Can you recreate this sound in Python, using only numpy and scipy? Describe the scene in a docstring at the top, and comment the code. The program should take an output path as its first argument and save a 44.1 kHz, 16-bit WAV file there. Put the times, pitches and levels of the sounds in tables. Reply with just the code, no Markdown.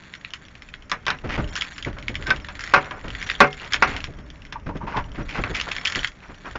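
"""Loose keys rustle faintly over quiet outdoor air, then tick and jingle in the locks of a wooden door.
The keys are short contacts ringing through resonances; the lock clacks with bursts of dying noise and modes.
Hands bump, rub and stroke the door in swells of noise; the cylinder chirps in short sine swells.
The bolt knocks hard on the door, ringing its modes and overloading the close microphone.
Later the door hardware scrapes as gritty slips feed hollow resonances, and the keys jingle again."""
import sys
import numpy as np
from scipy import signal
from scipy.fft import rfft
from scipy.io import wavfile

SR = 44100
rng = np.random.default_rng(int(sys.argv[2]) if len(sys.argv) > 2 else 0)


def file_out(sig):
    """Save sig as 16-bit WAV at sys.argv[1]."""
    # one column per channel
    cols = np.atleast_2d(sig).T
    # limit, then scale
    lim = np.clip(cols, -1, 1)
    pcm = np.round(lim * 32767).astype(np.int16)
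    wavfile.write(sys.argv[1], SR, pcm)


N = 290178
AGE = np.arange(SR // 3) / SR  # time since a contact [s]

# Quiet outdoor air, colour: (frequency [Hz], density [dB per Hz])
AIR_COLOUR = [(40, 1.5), (190, -1), (500, -15), (800, -15), (1400, -15), (2100, -14.5), (3000, -23.5),
              (4200, -41.5), (5500, -26.5), (7200, -38.5)]
AIR_DB = -50.5

# How firmly the hands work, before each layer's trim: (time [s], level [dB])
HAND_MOTION = [(0.0, -55.5), (0.8, -47.5), (1.17, -43.5), (1.4, -28.5), (1.7, -48.5), (1.9, -38),
               (2.3, -34.5), (2.6, -43.5), (2.92, -45), (3.07, -36), (3.6, -47), (3.92, -31.5), (4.08, -39),
               (4.55, -43), (4.72, -39), (5.48, -37), (6.17, -51.5), (6.58, -42)]
# Handling rumble, colour: (frequency [Hz], density [dB per Hz])
RUMBLE_COLOUR = [(12, -15.5), (20, -3), (59, -5.5), (248, -21), (312, -17), (335, -46), (414, -21),
                 (458, -39.5), (600, -22.5), (780, -63), (1320, -120)]
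# Skin rubbing, colour: (frequency [Hz], density [dB per Hz])
RUB_COLOUR = [(180, -0.5), (400, -1.5), (900, 0), (1500, 2), (2300, -11.5), (3300, -22.5), (7000, -37)]
# skin rubs as the hands push and as they turn the bunch
RUB_WITH_HANDS_DB, RUB_WITH_KEYS_DB = -20, -9

# How hard the loose keys brush one another, before each layer's trim: (time [s], level [dB])
KEY_SHAKE = [(0.0, -49.5), (0.97, -61), (1.45, -47.5), (1.6, -35.5), (1.92, -57), (2.29, -41), (2.5, -51),
             (2.75, -35.5), (2.93, -56.5), (3.3, -36), (3.5, -45), (3.9, -37), (4.07, -53.5), (4.7, -68),
             (5.15, -54), (5.6, -38.5), (6.04, -35.5), (6.11, -57.5), (6.58, -50)]
# Ringing modes of the keys: (frequency [Hz], level [dB], t60 [s])
KEY_MODES = [(2126, -7, 0.051), (2164, -16, 0.064), (3180, -4, 0.059), (3270, -10, 0.077),
             (5060, -16.5, .07), (5350, -8, 0.078), (5780, -6.5, 0.051), (6680, -16.5, 0.15),
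             (7113, -7.5, 0.071)]
# The bunch in motion, colour: (frequency [Hz], density [dB per Hz])
JINGLE_COLOUR = [(530, -57), (900, -13.5), (1050, -1), (1750, 7), (2670, -3.5), (3240, -7), (4420, -9),
                 (5250, -23.5), (6310, -18.5), (6970, -14), (8000, -20), (10400, -56), (17600, -120)]

# A key strikes another key or the lock; brightness is low when the fingers damp the keys:
# (time [s], level before the keys' trim [dB], pitch [Hz], brightness [dB])
KEY_STRIKES = [(0.1378, -20.5, 2100, -1.5), (0.2478, -16.5, 1870, -9), (0.3359, -16, 2500, 2.5),
               (0.6212, -27, 1970, 1), (0.7392, -19, 1560, -8), (0.8971, -26, 1630, 10.5),
               (1.5544, -16, 2790, 8), (1.5633, -15, 2970, 6.5), (1.5757, -16, 1630, 2.5),
               (1.6104, -10, 3330, -3), (1.6206, -9, 2170, -1.5), (1.7806, -22, 2000, 5.5),
               (1.8252, -17.5, 3200, -2), (1.848, -15, 2020, -1), (1.9855, -25, 2140, 2),
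               (2.0818, -8, 2240, -4.5), (2.154, -12, 2130, -3.5), (2.4462, -20, 1740, -3),
               (2.5927, -20, 1670, 5), (2.6072, -24.5, 1980, 13.5), (2.6377, -22.5, 1650, 13),
               (2.675, -20.5, 1930, 2), (3.1034, -19, 1670, -5), (3.1503, -15, 1910, -4),
               (3.2155, -18.5, 1800, -1), (3.2263, -15.5, 2110, 1.5), (3.2907, -15, 1960, -5),
               (3.2991, -5, 1800, -4), (3.315, -11.5, 1800, -19), (3.351, -19, 3240, -15.5),
               (3.598, -23, 2890, -7), (3.7227, -11.5, 1940, 3), (3.734, -5, 3020, 3.5),
               (3.7422, -5, 1720, -15), (3.7624, -15.5, 2080, -8), (3.9644, -15.5, 2240, 1.5),
               (4.0039, -20.5, 2270, 1), (4.0409, -16, 2610, 4), (4.4512, -28.5, 1980, 1.5),
               (5.2914, -20.5, 2340, -2), (5.5488, -14.5, 2320, 2), (5.5564, -17.5, 2340, 4),
               (5.566, -16.5, 2360, 4), (5.5995, -10.5, 2340, 0), (5.6122, -10.5, 3140, 0),
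               (5.7163, -10, 2160, 0.5), (5.7646, -14, 1820, 2.5), (5.7826, -14.5, 2160, -8),
               (5.851, -13, 3140, 6), (5.8554, -4.5, 1900, -3), (5.8713, -9, 3160, -3),
               (5.8754, -10.5, 3240, 4), (5.899, -18.5, 1800, 7.5), (5.922, -15.5, 2130, 7),
               (5.9499, -11.5, 2360, -4), (5.9567, -10, 1940, 4.5), (5.9911, -13, 3020, -3),
               (6.0456, -3.5, 1670, -5), (6.0727, -20, 3380, 6.5)]
TICK_TREBLE_DB = -18.5  # bright edge of a strike, before its brightness and edge trim
SHIVER_DB = -14.5  # the rest of the bunch shivers, relative to the strike, before its brightness
# lighter strikes at random, and their middle level at 0 dB of shaking
STRAYS_PER_S, STRAY_ABOVE_DB, STRAY_SPREAD_DB = 13, -4.5, 6
STRAY_FOLLOWS = 0.49  # dB of a light strike per dB of shaking
LOWEST_KEY_HZ, HIGHEST_KEY_HZ = 1650, 2960

# Lock parts clack: (time [s], level before each part's trim [dB], dullness [dB])
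LOCK_CLACKS = [(0.916, -8.5, 1.5), (1.066, -11, 1), (1.081, -8, 4.5), (1.103, -10, 1), (2.269, -17.5, 1),
               (2.304, -6, 2), (2.486, -21.5, 4), (2.828, -26, 18), (2.858, -27.5, 25), (2.909, -18, 27.5),
               (3.741, -12.5, 6), (3.875, -18, 7), (4.524, -22, -2), (4.969, -20, -2.5),
               (5.438, -11.5, 10.5)]
CLACK_T60_S, CLACK_EDGE_DB, CLACK_WOOD_DB = 0.13, -11, -27  # edge and wood before dullness
WOOD_PER_DULLNESS = 0.32  # a dull blow loses metal edge and gains this share in wood
# The door with its lock, modes: (frequency [Hz], level [dB], t60 before any damping [s])
DOOR_MODES = [(145.5, -21, 0.46), (200, -16, 0.21), (253, -27, 0.52), (370.6, -19, 0.3),
              (411.5, -15.5, 0.37), (475.6, -16.5, 0.34), (570, -6.5, .17), (712, -19, 0.065),
              (751.5, -9, 0.27), (925, -3.5, 0.096), (990, 2.5, 0.042), (1133, 4.5, 0.077),
              (1217, -3, 0.083), (1415, 2.5, 0.098), (1453, -11.5, 0.13), (1520, -19.5, .14),
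              (1563, 2.5, 0.078), (1656, -9, 0.14), (1683, -22, 0.074), (2100, -19.5, 0.31),
              (2130, -20, 0.49), (2700, -25, .11), (2510, -11, 0.081)]

# Dull bumps of the hand on door and knob; brush is how much the skin slides:
# (time [s], level before each part's trim [dB], length [s], brush [dB])
HAND_BUMPS = [(1.242, -16, 0.026, -1.5), (1.378, -11, 0.027, 1), (1.863, -17, 0.029, 2),
              (2.093, -20, 0.022, -8.5), (2.193, -27.5, .04, -11), (2.28, -18, 0.038, 4),
              (3.041, -25, 0.023, 5.5), (3.074, -26, 0.019, 5.5), (3.885, -22, 0.025, -6),
              (4.083, -24.5, 0.021, -29), (4.186, -29, 0.019, -4), (4.665, -17, 0.015, -0.5),
              (4.691, -16, 0.014, -3), (4.752, -19, 0.019, -1), (4.831, -20.5, 0.021, -6),
              (4.963, -14.5, 0.018, 4.5), (5.178, -18.5, .028, 1.5), (5.206, -20, 0.018, 1),
              (5.383, -13, 0.023, -3.5), (5.499, -18, 0.026, -1), (5.957, -19, 0.025, 0.5),
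              (6.29, -30.5, .03, 6), (6.557, -20.5, .011, 10.5)]
# Dull push on the wood, colour: (frequency [Hz], density [dB per Hz])
THUD_COLOUR = [(35, 7.5), (60, -6), (140, 6), (280, -1), (520, -3.5), (750, -14), (1500, -34.5)]
# Rasping metal, colour: (frequency [Hz], density [dB per Hz])
RASP_COLOUR = [(1500, -10), (1900, 8), (2800, 1.5), (3700, -8.5), (5400, -13), (7000, -22.5)]

# Fingers and keys brush across the lock, levels before trim:
# (time [s], length [s], rub [dB], rasp [dB])
LOCK_STROKES = [(1.289, 0.067, -31, -30.5), (1.963, 0.023, -36.5, -54), (2.708, 0.023, -43, -38),
                (2.775, 0.11, -37.5, -52), (2.932, 0.056, -39.5, -52), (3.598, 0.065, -39, -40.5),
                (3.867, 0.11, -35, -35.5), (4.865, .14, -34, -41.5), (5.143, 0.02, -40, -42),
                (5.282, 0.086, -43, -36.5), (5.344, 0.047, -28.5, -34.5), (5.458, 0.016, -34.5, -60),
                (5.537, .05, -38, -29.5), (5.665, 0.028, -31.5, -43), (6.219, .04, -44, -51),
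                (6.443, 0.041, -34, -45)]
STROKE_ATTACK_S, STROKE_RELEASE_S = 0.0068, 0.018

# The turning cylinder chirps: (time [s], pitch [Hz], peak [dB], length [s])
CYLINDER_CHIRPS = [(2.261, 1555, -24.5, 0.02), (2.3054, 1533, -9, 0.013)]

# The bolt hits its stop: (time [s], force [dB], bass of the first blow [dB], loss per rebound [dB])
BOLT_BLOWS = [(2.737, -0.5, -2, 5.5), (3.404, 3.5, 3.5, 8), (3.8237, -0.5, -5, 15)]
# The blow and its three rebounds: (delay [s])
BOLT_BOUNCES = [0, .007, .025, .04]
# Dense ring of the bolt and its case, colour: (frequency [Hz], density [dB per Hz])
BOLT_RING_COLOUR = [(130, -36), (220, -4.5), (600, -10), (1100, -1), (1600, -3.5), (2100, -5.5),
                    (2650, -5.5), (3200, -22.5), (5300, -26.5), (7000, -41.5)]
BOLT_T60_S, BOUNCE_BASS_DB = 0.13, 4  # each rebound is duller than the last

# Door hardware scrapes in short slips: (time [s], level before the scrape trim [dB])
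HARDWARE_SLIPS = [(4.547, -26), (4.691, -25), (4.808, -23), (4.87, -23.5), (4.915, -30.5), (4.943, -19),
                  (4.969, -15), (5.047, -37.5)]
# Hollow resonances of the scraping hardware: (frequency [Hz], width [Hz], level [dB])
HOLLOW_MODES = [(565, 36, -11), (900, 73, 11.5), (967, 36, 16), (998, 46, 13.5), (1174, 58, 6.5),
                (1350, 330, -8.5), (1900, 1300, -15)]
SLIP_S = 0.022

MIC_TOP_HZ, CUTOFF_HZ = 7460, 17500  # top of the microphone's band, edge of final silence


def from_db(db):
    """Decibels to gain."""
    return 10 ** (np.asarray(db) / 20)


def rms_one(x):
    """Scales to rms 1."""
    return x / np.sqrt(np.mean(x ** 2) + 1e-20)


def in_time(rows):
    """Joins the points of a level curve by straight lines, sample by sample."""
    s, db = np.transpose(rows)
    return np.interp(np.arange(N) / SR, s, db)


def fade(t60):
    """Falls by 60 dB in t60, kept to at least 2 ms."""
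    return 1000.0 ** (-AGE / max(t60, .002))


def swell(length):
    """A soft contact: quick rise, slower fall, with its top at half the length."""
    u = AGE / max(length, .004) * 2
    return u * np.exp(1 - u)


def add(track, s, sound):
    """Mixes a sound in at time s."""
    start = int(np.clip(s * SR, 0, N - 1))
    track[start:start + len(sound)] += sound[:N - start]


def colour(x, spectrum):
    """Shapes a steady signal by a spectrum that falls away past its ends; rms 1."""
    hz, db = np.transpose(spectrum)
    f = np.maximum(np.fft.rfftfreq(len(x), 1 / SR), 1)
    skirts = np.minimum(f / hz[0], 1) ** 2 * np.minimum(hz[-1] / f, 1) ** 2
    gain = from_db(np.interp(np.log(f), np.log(hz), db)) * skirts
    return rms_one(np.fft.irfft(rfft(x) * gain, len(x)))


def noise(spectrum, size=len(AGE)):
    """Smooth noise of a given colour."""
    return colour(rng.standard_normal(size), spectrum)


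def grit(per_s, spread_db, size):
    """Tiny contacts at random moments, a few much stronger than the rest; rms 1."""
    strength = from_db(spread_db * np.minimum(rng.exponential(1, size), 2.5))
    touching = rng.random(size) < per_s / SR
    return rms_one(touching * strength * rng.choice([-1, 1], size))


def friction(spectrum, size=len(AGE), per_s=1300):
    """Surfaces catch and slip in a dense, uneven grain."""
    return colour(grit(per_s, 2.45, size) + .5 * rng.standard_normal(size), spectrum)


def resonate(x, hz, width):
    """A two-pole resonance with gain near 1 on top."""
    r = np.exp(-np.pi * width / SR)
    zeros = np.array([1, 0, -1]) * (1 - r * r) / 2
    poles = [1, -2 * r * np.cos(2 * np.pi * hz / SR), r * r]
    return signal.lfilter(zeros, poles, x + 1e-18)


def struck(modes, damping=1.0):
    """Every blow excites each decaying mode with a strength and sign of its own."""
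    draws = rng.uniform(.65, 1, len(modes)) * rng.choice([-1, 1], len(modes))
    ring = np.zeros(len(AGE))
    for draw, (hz, db, t60) in zip(draws, modes):
        ring += draw * from_db(db) * np.sin(2 * np.pi * hz * AGE) * fade(t60 / damping)
    return ring


def dying(spectrum, t60):
    """Many close modes dying together as fading noise, always with the same energy."""
    envelope = fade(t60)
    return rms_one(noise(spectrum) * envelope) * np.sqrt(np.mean(envelope ** 2))


def porch(x, wet_db=-13, t60=0.094, gap=0.0044):
    """Near walls answer with a short scatter of echoes after a brief gap."""
    echoes = noise([(150, -12.5), (1000, -2.5), (3000, -0.5), (7000, 2.5)]) * fade(t60) * (AGE > gap)
    return x + from_db(wet_db) * signal.fftconvolve(x, echoes / np.linalg.norm(echoes))[:N]


def outdoor_air():
    """Steady coloured noise stands for the quiet air outdoors."""
    return from_db(AIR_DB) * noise(AIR_COLOUR, size=N)


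def handling(motion_db, shake_db):
    """Low rumble follows the hands; skin friction follows both the hands and the keys."""
    rub_gain = from_db(motion_db + RUB_WITH_HANDS_DB) + from_db(shake_db + RUB_WITH_KEYS_DB)
    rubbing = rub_gain * friction(RUB_COLOUR, size=N)
    return rubbing + from_db(motion_db - 1.0) * noise(RUMBLE_COLOUR, size=N)


def jingle(shake_db, per_s=450, gain_db=-2, ring_db=-10):
    """Loose keys brush one another: coloured small touches, with sparser ones ringing the key modes."""
    touches = rms_one(resonate(grit(per_s, 11.0, N), 3000, 5400))
    rings = np.zeros(N)
    for hz, db, t60 in KEY_MODES:
        width = np.log(1000) / (np.pi * t60)
        rings += from_db(db) * rms_one(resonate(grit(65, 17, N), hz, width))
    brushing = colour(porch(touches, wet_db=2.0, t60=0.026), JINGLE_COLOUR)
    return from_db(shake_db + gain_db) * (brushing + from_db(ring_db) * rms_one(rings))


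def key_tick(hz, treble_db, width_hz=560, sing_db=-3, sing_width_hz=150, upper_hz=3250, upper_db=-5,
             edge_db=7, chatter=0.045, chatter_t60=0.048):
    """A key touches, rebounds twice within two milliseconds and chatters out; the hand damps its ring."""
    contact = chatter * grit(3300, 2.8, len(AGE)) * fade(chatter_t60)
    rebounds = (np.cumsum(rng.uniform(.0004, .001, 2)) * SR).astype(int)
    contact[0] = .8
    contact[rebounds] = rng.choice([-1, 1], 2) * [1, .7]
    # the blade's lowest mode sings on a little longer than the rest
    blade = resonate(contact, hz, width_hz) + from_db(sing_db) * resonate(contact, hz, sing_width_hz)
    body = blade - from_db(upper_db) * resonate(contact, upper_hz, 1300)
    treble = resonate(contact, 5080, 980) - 0.36 * resonate(contact, 6950, 400)
    edge = from_db(treble_db + edge_db) * treble
    band = signal.butter(2, [1200, 7200], "band", fs=SR, output="sos")
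    tick = signal.sosfilt(band, body + edge)
    # every tick carries the same energy, referred to 3 ms
    return tick / (2 * np.sqrt(np.sum(tick ** 2) / (.003 * SR)))


def stray_ticks(shake_db):
    """Light strikes fall once per time slot, stronger the harder the bunch is shaken: KEY_STRIKES rows."""
    slots = np.arange(200)
    when, strength, key = rng.random((len(slots), 3)).T
    s = (slots + when) / STRAYS_PER_S
    shaking = np.interp(s * SR, np.arange(N), shake_db)
    db = STRAY_ABOVE_DB + STRAY_FOLLOWS * shaking + STRAY_SPREAD_DB * (2 * strength - 1)
    hz = LOWEST_KEY_HZ * (HIGHEST_KEY_HZ / LOWEST_KEY_HZ) ** key
    return [row for row in zip(s, db, hz, np.zeros(len(s))) if row[0] < N / SR]


def keys(shake_db, tick_db=-4, ring_db=-9, shiver_t60=0.067):
    """Each tick shakes the rest of the bunch and leaves a thin ring."""
    out = np.zeros(N)
    for s, db, hz, bright_db in list(KEY_STRIKES) + stray_ticks(shake_db):
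        tick = key_tick(hz, TICK_TREBLE_DB + bright_db)
        after = dying(JINGLE_COLOUR, shiver_t60) + from_db(ring_db) * struck(KEY_MODES)
        add(out, s, from_db(db + tick_db) * (tick + from_db(SHIVER_DB + bright_db) * after))
    return out


def clacks(case_db=-12, door_db=-21, snap_db=-6, snap_hz=1750):
    """Light blows in the lock: a snap with a bright edge, the ring of the case and some wood."""
    case_colour = [(700, -5.5), (1000, 6.0), (1650, 8.5), (2600, 2.0), (3400, -15), (6000, -53.5)]
    wood_colour = [(130, 3.5), (450, -2.0), (750, 1.5), (1200, -11.5)]
    edge_colour = [(2800, 7.5), (3500, 13.5), (4500, 3.5), (5400, 6.5), (7200, -12.0)]
    out = np.zeros(N)
    for s, db, dullness in LOCK_CLACKS:
        wood_db = db + CLACK_WOOD_DB + WOOD_PER_DULLNESS * dullness
        edge_db = db + CLACK_EDGE_DB - dullness
        snap = from_db(db + snap_db) * key_tick(snap_hz, -35.5)
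        case = from_db(db + case_db) * dying(case_colour, CLACK_T60_S)
        panel = from_db(wood_db) * dying(wood_colour, CLACK_T60_S * 1.65)
        metal = from_db(edge_db) * dying(edge_colour, CLACK_T60_S * 0.24)
        door = from_db(db + door_db) * struck(DOOR_MODES)
        add(out, s, snap + case + panel + metal + door)
    return out


def bumps(thud_db=-11, rub_db=-19, rasp_db=-28, sway_db=-17, sway_s=0.074):
    """Dull pushes on the door, each with a brush of skin, a rasp of metal and a slower, low sway."""
    out = np.zeros(N)
    for s, db, length, brush_db in HAND_BUMPS:
        skin = from_db(rub_db) * friction(RUB_COLOUR)
        metal = from_db(rasp_db) * friction(RASP_COLOUR, per_s=980)
        thud = from_db(thud_db) * noise(THUD_COLOUR)
        push = swell(length) * (thud + from_db(brush_db) * (skin + metal))
        sway = from_db(sway_db) * swell(sway_s) * noise(RUMBLE_COLOUR)
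        add(out, s - .004, from_db(db) * (push + sway))  # the swell starts a little early
    return out


def strokes(rub_db=-2, rasp_db=-2):
    """Skin rubs and metal rasps for as long as a stroke lasts, then die away."""
    out = np.zeros(N)
    for s, length, rub, rasp in LOCK_STROKES:
        release = np.exp(-np.maximum(AGE - length, 0) / STROKE_RELEASE_S)
        envelope = np.minimum(AGE / STROKE_ATTACK_S, 1) * release
        skin = from_db(rub + rub_db) * friction(RUB_COLOUR, per_s=940)
        metal = from_db(rasp + rasp_db) * friction(RASP_COLOUR, per_s=650)
        add(out, s, envelope * (skin + metal))
    return out


def squeak(sharpness=1.3):
    """Metal slipping on metal sings for a few milliseconds as a swelling sine."""
    out = np.zeros(N)
    for s, hz, db, length in CYLINDER_CHIRPS:
        add(out, s, from_db(db) * swell(length) ** sharpness * np.sin(2 * np.pi * hz * AGE))
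    return out


def bolt(door_db=-10, case_db=-9, crack_db=-16, crack_t60=0.019):
    """The bolt slams against its stop, rebounds and sets the whole door ringing."""
    low = signal.butter(1, 600, fs=SR, output="sos")
    out = np.zeros(N)
    for s, force_db, first_bass_db, loss in BOLT_BLOWS:
        for k, delay in enumerate(BOLT_BOUNCES):
            bass_db = first_bass_db + BOUNCE_BASS_DB * k
            door = from_db(door_db) * struck(DOOR_MODES, damping=1.31)
            blow = door + from_db(case_db) * dying(BOLT_RING_COLOUR, BOLT_T60_S)
            blow = blow + (from_db(bass_db) - 1) * signal.sosfilt(low, blow)  # low shelf
            crack = from_db(crack_db) * dying([(1000, 6), (3800, -9), (7000, -44)], crack_t60)
            add(out, s + delay, from_db(force_db - loss * k) * (blow + crack))
    return out


def scrapes(gain_db=-8.5):
    """Rough slipping feeds a cluster of hollow resonances."""
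    out = np.zeros(N)
    for s, db in HARDWARE_SLIPS:
        slips = grit(1200, 2.7, len(AGE))
        hollow = np.zeros(len(AGE))
        for k, (hz, width, level) in enumerate(HOLLOW_MODES):
            hollow += (-1) ** k * from_db(level) * resonate(slips, hz, width)  # alternating sign
        add(out, s - .003, from_db(db + gain_db) * swell(SLIP_S) * rms_one(hollow))
    return out


def scene():
    """Keys, lock and hands over quiet outdoor air; near walls answer the key strikes and clacks."""
    shake_db, motion_db = in_time(KEY_SHAKE), in_time(HAND_MOTION)
    hands = handling(motion_db, shake_db) + bumps() + strokes()
    echoed = porch(keys(shake_db) + clacks())
    metal = jingle(shake_db) + squeak() + bolt() + scrapes()
    return (outdoor_air() + hands + echoed + metal)[None]


def record(dry, top=0.66, leak_db=-7):
    """A dull microphone whose loudest peaks flatten in overload."""
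    dull = signal.sosfilt(signal.butter(14, MIC_TOP_HZ, fs=SR, output="sos"), dry)
    flat = dull / (1 + (dull / top) ** 10) ** (1 / 10)
    narrow = signal.sosfiltfilt(signal.butter(10, 7700, fs=SR, output="sos"), flat)
    # above the microphone's band there is little but some overload
    harsh = from_db(leak_db) * (flat - dull)
    splash = signal.sosfilt(signal.butter(4, 7700, "high", fs=SR, output="sos"), harsh)
    return signal.sosfilt(signal.cheby2(12, 70, CUTOFF_HZ, fs=SR, output="sos"), narrow + splash)


dry = scene()
out = record(dry)
file_out(out)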